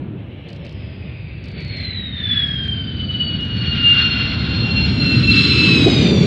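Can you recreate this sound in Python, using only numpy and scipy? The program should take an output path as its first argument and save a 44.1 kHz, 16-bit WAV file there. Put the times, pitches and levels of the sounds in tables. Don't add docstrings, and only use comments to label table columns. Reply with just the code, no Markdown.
import sys
import numpy as np
from scipy import signal
from scipy.fft import rfft, irfft, next_fast_len
from scipy.io import wavfile
from scipy.ndimage import uniform_filter1d, minimum_filter1d

SR = 44100
rng = np.random.default_rng(int(sys.argv[2]) if len(sys.argv) > 2 else 0)


def materialize(psi):
    bounded = np.clip(np.atleast_2d(psi).T, -1, 1)
    quanta = np.round(bounded * 32767).astype(np.int16)
    wavfile.write(sys.argv[1], SR, quanta)


N = 276066

# (time [s], spectral level [dB per Hz], upper edge of the roar [Hz])
EXHAUST_TRACK = [(0, -46, 316), (.4, -51.5, 249), (.9, -45.5, 185), (2.3, -43.5, 189.7),
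                 (3.0, -40.5, 226.5), (3.7, -39, 213.4), (4.15, -36, 193), (4.95, -33.5, 219.7),
                 (5.85, -34, 358), (6.26, -36.5, 405)]
# (frequency [multiple of the roar's edge], relative level [dB])
ROAR_SPECTRUM = [(0.1, -8.5), (0.3, 0.74), (0.6, -2.5), (1.0, -8), (1.5, -19), (2.2, -29.5), (4.0, -35),
                 (10.0, -45), (50.0, -100.6)]
# (time [s], centre [Hz], depth [dB])
GROUND_NULL = [(0, 1240, 0.5), (3.2, 906, 5), (4.7, 963, -1.5), (5.1, 905, 6.5), (5.4, 730, 14),
               (5.7, 600, 10), (5.9, 552, 1)]
# (time [s], pitch [Hz])
FAN_GLIDE = [(0, 5430), (.5, 5580), (.75, 5090), (1.55, 4538), (1.78, 4210), (2.02, 3879), (2.24, 3520),
             (2.42, 3358), (2.66, 3177), (3.06, 2987), (3.4, 2892), (3.86, 2815), (4.2, 2783), (4.85, 2750),
             (5.3, 2684), (5.65, 2644), (5.86, 2528), (6.26, 2232)]
# (time [s], spectral level [dB per Hz])
INTAKE_TURBULENCE = [(0, -62.5), (.6, -54.5), (1.05, -60), (1.45, -59.5), (1.63, -53), (1.85, -53),
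                     (2.12, -62), (2.37, -57), (2.55, -65), (3.0, -67), (3.25, -64.5), (3.52, -65.5),
                     (3.7, -59.5), (4.02, -53), (4.48, -63), (4.75, -63), (5.22, -62.5), (5.38, -55.5),
                     (5.9, -57), (6.26, -69)]
# (time [s], loss at 4 kHz [dB])
AIR_ABSORPTION = [(0, 32.5), (1.4, 25.5), (3.0, 13), (4.2, 9.5), (5.1, 4), (5.6, 3.5), (6.26, 1.3)]
# (frequency [multiple of the fan pitch], level over the intake [dB])
HISS_SPECTRUM = [(0.1, -12), (0.2, -35.5), (0.3, -27), (0.4, -18.5), (0.55, -14), (0.7, -9), (0.9, -1.3),
                 (1.1, 3), (1.4, 0.5), (1.8, 1.5), (2.3, 1), (3.2, 11.5), (4.5, -6.5), (7.0, -32)]
# (time [s], height [dB])
HALF_ORDER_HUMP = [(0, 3), (.45, 12), (.8, 6.5), (1.25, 13.5), (1.55, 8.5), (2.5, 19), (3.05, 6.5),
                   (3.9, 13), (5.1, 19.5), (5.45, 13.5), (6.26, 4)]
# (time [s], level over the intake [dB])
FAN_LEVEL = [(0, 42), (.8, 52), (1.4, 36), (1.65, 39.5), (1.99, 48.5), (2.11, 45), (2.38, 51.5), (2.76, 47),
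             (2.94, 38.5), (3.2, 49.5), (3.48, 40.5), (3.78, 41.5), (3.84, 50.5), (4.04, 39), (4.14, 40),
             (4.38, 30), (4.8, 44.5), (4.91, 30.5), (5.14, 42.5), (5.21, 32.5), (5.28, 46), (5.48, 34.5),
             (5.65, 42), (5.8, 34.5), (5.92, 26)]
# (time [s], level over the intake [dB])
COMPRESSOR_LEVEL = [(1.9, 31), (2.35, 43.5), (3.15, 39.5), (3.3, 47.5), (3.42, 30), (3.63, 45),
                    (3.85, 30.5), (4.02, 39), (4.5, 38.5), (4.85, 44.5), (5.0, 38.5), (5.33, 40),
                    (5.63, 38.5), (6.1, 35)]
# (time [s], power share [0-1], bandwidth [Hz])
TONE_SCATTER = [(0, .98, 380.7), (1.5, 1, 135.4), (1.9, 0.32, 42.68), (2.35, 0.33, 28.27),
                (3.9, 0.24, 21.11), (5.6, 0.31, 23.93), (6.26, .45, 47.8)]
# (frequency [multiple of the fan pitch], level over the intake [dB], scattered share [0-1])
BLADE_PARTIALS = [(1.402, 21, .5), (2.0, 37, .5), (2.535, 41.5, .6), (2.804, 27, .6), (3.0, 41, .8),
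                  (3.07, 43, .6), (3.535, 39.5, .9), (4.04, 36, .95), (4.55, 31, .95), (5.07, 28, .95)]
EXPOSURE_TIMES = [0.486, 0.6492, 1.44, 1.6043, 1.7683, 2.4728, 2.635, 3.408, 3.568]
# (time into the exposure [s], relative level [dB], decay time [s])
SHUTTER_CONTACTS = [(0, -31, .0022), (.0055, -33, .0016), (.0165, -33.5, .0024), (.044, -29.5, .0022),
                    (.062, -41, .003), (.0755, -37, .005)]
# (time [s], level [dB], centre [Hz], Gaussian width [s])
EDDY_THUDS = [(5.875, -6.5, 348.3, .012), (5.877, -22, 670, 0.0088), (5.999, -10.5, 95.5, .012)]
# (frequency [Hz], gain [dB])
MICROPHONE_RESPONSE = [(20, -37.5), (43, -22.5), (65, -5), (100, -1.5), (3000, 1), (4200, 1.5),
                       (4900, -6.5), (5400, -13.5), (6000, -18.5), (8000, -29), (15000, -26)]


def from_db(db):
    return 10 ** (np.asarray(db) / 20)


def in_time(rows, t):
    times, *columns = np.transpose(rows)
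    return [np.interp(t, times, column) for column in columns]


def on_log_axis(points, x):
    at, level = np.transpose(points)
    return np.interp(np.log(x + 1e-6), np.log(at), level)


def bell(x, width):
    return np.exp(-.5 * (x / width) ** 2)


def flutter(width_hz):
    place = np.cumsum(np.broadcast_to(width_hz, N)) / SR * 32
    white = rng.standard_normal((2, 40000))
    real, imag = signal.lfilter(*signal.butter(3, 2 / 32), white)[:, 200:]
    return np.interp(place, np.arange(len(real)), real + 1j * imag) / np.hypot(real.std(), imag.std())


def fading_noise(level_db, fading_db, size=1024):
    frames = dict(fs=SR, nperseg=size, noverlap=size - size // 4)
    hz, t, white = signal.stft(rng.standard_normal(N) * np.sqrt(SR / 2), **frames)
    fading = uniform_filter1d(rng.standard_normal(white.shape), size=50, axis=1)
    fading = uniform_filter1d(fading, size=2, axis=0)
    gain = from_db(level_db(t, hz[:, None]) + fading_db * fading / fading.std())
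    return signal.istft(white * gain, **frames)[1][:N]


def ground_loss(t, hz, octaves=0.29):
    null_hz, depth_db = in_time(GROUND_NULL, t)
    return depth_db * bell(np.log2((hz + 1) / null_hz), octaves)


def roar_level(t, hz, far_s=1.0, far_dip_db=6, far_dip_hz=205):
    roar_db, edge_hz = in_time(EXHAUST_TRACK, t)
    far_hollow_db = far_dip_db * bell(t, far_s) * bell(np.log2((hz + 1) / far_dip_hz), 0.31)
    return roar_db + on_log_axis(ROAR_SPECTRUM, hz / edge_hz) - ground_loss(t, hz) - far_hollow_db


def fan_pitch(t, smoothing_s=0.067):
    shifts = np.linspace(-.5, .5, num=5) * smoothing_s
    return np.mean([in_time(FAN_GLIDE, t + shift)[0] for shift in shifts], axis=0)


def intake_level(t, hz):
    absorbed_db = in_time(AIR_ABSORPTION, t)[0] * (hz / 4000) ** 2
    return in_time(INTAKE_TURBULENCE, t)[0] - absorbed_db


def hiss_level(t, hz, hump_at=0.52, hump_width=0.086):
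    multiple = hz / fan_pitch(t)
    hump_db = in_time(HALF_ORDER_HUMP, t)[0] * np.exp(-np.abs(multiple - hump_at) / hump_width)
    return intake_level(t, hz) + on_log_axis(HISS_SPECTRUM, multiple) + hump_db - ground_loss(t, hz)


def scattered_tone(phase, share, width_hz):
    share = np.clip(share, 0, 1)
    envelope = np.sqrt(1 - share) + np.sqrt(share) * flutter(width_hz)
    return np.sqrt(2) * np.real(np.exp(1j * phase) * envelope)


def blade_whine(t, compressor_ratio=1.535, wander=0.0008, twinkle_hz=8, echo_lag_s=.055, echo_share=.26):
    fan_hz = fan_pitch(t)
    fan_db = intake_level(t, fan_hz) + in_time(FAN_LEVEL, t)[0] + 0.5 * flutter(twinkle_hz).real
    compressor_db = intake_level(t, compressor_ratio * fan_hz) + in_time(COMPRESSOR_LEVEL, t)[0]
    compressor_db += 3 * flutter(twinkle_hz).real
    share, width_hz = in_time(TONE_SCATTER, t)
    beat_hz = -echo_lag_s * np.gradient(fan_hz, t)
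    reflected = echo_share / (1 + np.exp((t - 3.4) / .2))
    phase = 2 * np.pi * np.cumsum(fan_hz * (1 + wander * flutter(8.7).real)) / SR
    beat_phase = 2 * np.pi * np.cumsum(beat_hz) / SR
    direct_phase = phase - 2 * np.pi * np.cumsum(reflected * beat_hz) / SR
    whine = np.zeros(N)
    for path_phase, power in ((direct_phase, 1 - reflected), (direct_phase + beat_phase, reflected)):
        fan = scattered_tone(path_phase, share, width_hz)
        compressor = scattered_tone(compressor_ratio * path_phase, 1.2 * share, compressor_ratio * width_hz)
        whine += np.sqrt(power) * (from_db(fan_db) * fan + from_db(compressor_db) * compressor)
    overhead_db = 2 * bell(t - 6.29, 0.28)
    for multiple, level_db, scattered in BLADE_PARTIALS:
        gain = from_db(intake_level(t, multiple * fan_hz) + level_db + overhead_db)
        smear_hz = np.abs(.4 * beat_hz) * (multiple - 1) ** 2
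        whine += gain * scattered_tone(multiple * phase, scattered, width_hz=24 * multiple + smear_hz)
    return whine


def intake_howl(t, over_hump_db=7, centre_s=2.96, fade_s=1.1):
    hz = .495 * fan_pitch(t)
    level_db = intake_level(t, hz) + in_time(HALF_ORDER_HUMP, t)[0] + over_hump_db
    hoarse_tone = scattered_tone(2 * np.pi * np.cumsum(hz) / SR, share=0.61, width_hz=55)
    return from_db(level_db) * bell(t - centre_s, fade_s) * hoarse_tone


def camera(t, band_hz=(4300, 9200), whirr_db=-54, whirr_s=0.025):
    age = t[:SR // 5]
    ticks = sum(from_db(db) ** 2 * (age >= onset) * np.exp(-2 * np.abs(age - onset) / decay)
                for onset, db, decay in SHUTTER_CONTACTS)
    exposure = ticks + from_db(whirr_db) ** 2 * bell(age - whirr_s, whirr_s)
    power = np.zeros(N)
    for start_s in EXPOSURE_TIMES:
        start = round(start_s * SR)
        power[start:start + len(exposure)] += exposure
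    body = signal.butter(3, band_hz, "band", fs=SR, output="sos")
    return signal.sosfilt(body, 2 * np.sqrt(power) * rng.standard_normal(N))


def overhead_rush(t, peak_db_per_hz=-73.5, peak_s=5.85, fall_db_per_s=30, top_hz=11800):
    low_pass = signal.butter(3, top_hz, fs=SR, output="sos")
    noise = np.sqrt(SR / 2) * signal.sosfilt(low_pass, rng.standard_normal(N))
    return from_db(peak_db_per_hz - fall_db_per_s * np.abs(t - peak_s)) * noise


def eddy_thuds(t):
    return sum(from_db(db) * bell(t - at_s, width_s) * scattered_tone(2 * np.pi * hz * t, 0.55, 110)
               for at_s, db, hz, width_s in EDDY_THUDS)


def limiter(x, ceiling=.96, size=257):
    allowed = ceiling / np.maximum(np.abs(x), ceiling)
    return x * uniform_filter1d(minimum_filter1d(allowed, size), size)


def scene(gust_depth=1.77, gust_hz=9):
    t = np.arange(N) / SR
    exhaust = fading_noise(roar_level, fading_db=1.55) + eddy_thuds(t)
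    hiss = fading_noise(hiss_level, fading_db=2.42) * from_db(gust_depth * flutter(gust_hz).real)
    return (exhaust + hiss + overhead_rush(t) + blade_whine(t) + intake_howl(t) + camera(t))[None]


def record(dry, self_noise_db=-80, cutoff_hz=15700):
    size = next_fast_len(N + SR // 2)
    response = from_db(on_log_axis(MICROPHONE_RESPONSE, np.fft.rfftfreq(size, 1 / SR)))
    heard = irfft(rfft(dry, size) * response, size)[:, :N]
    heard += from_db(self_noise_db) * rng.standard_normal(N)
    top_cut = signal.ellip(10, .1, 80, cutoff_hz, fs=SR, output="sos")
    return signal.sosfilt(top_cut, limiter(heard))


dry = scene()
out = record(dry)
materialize(out)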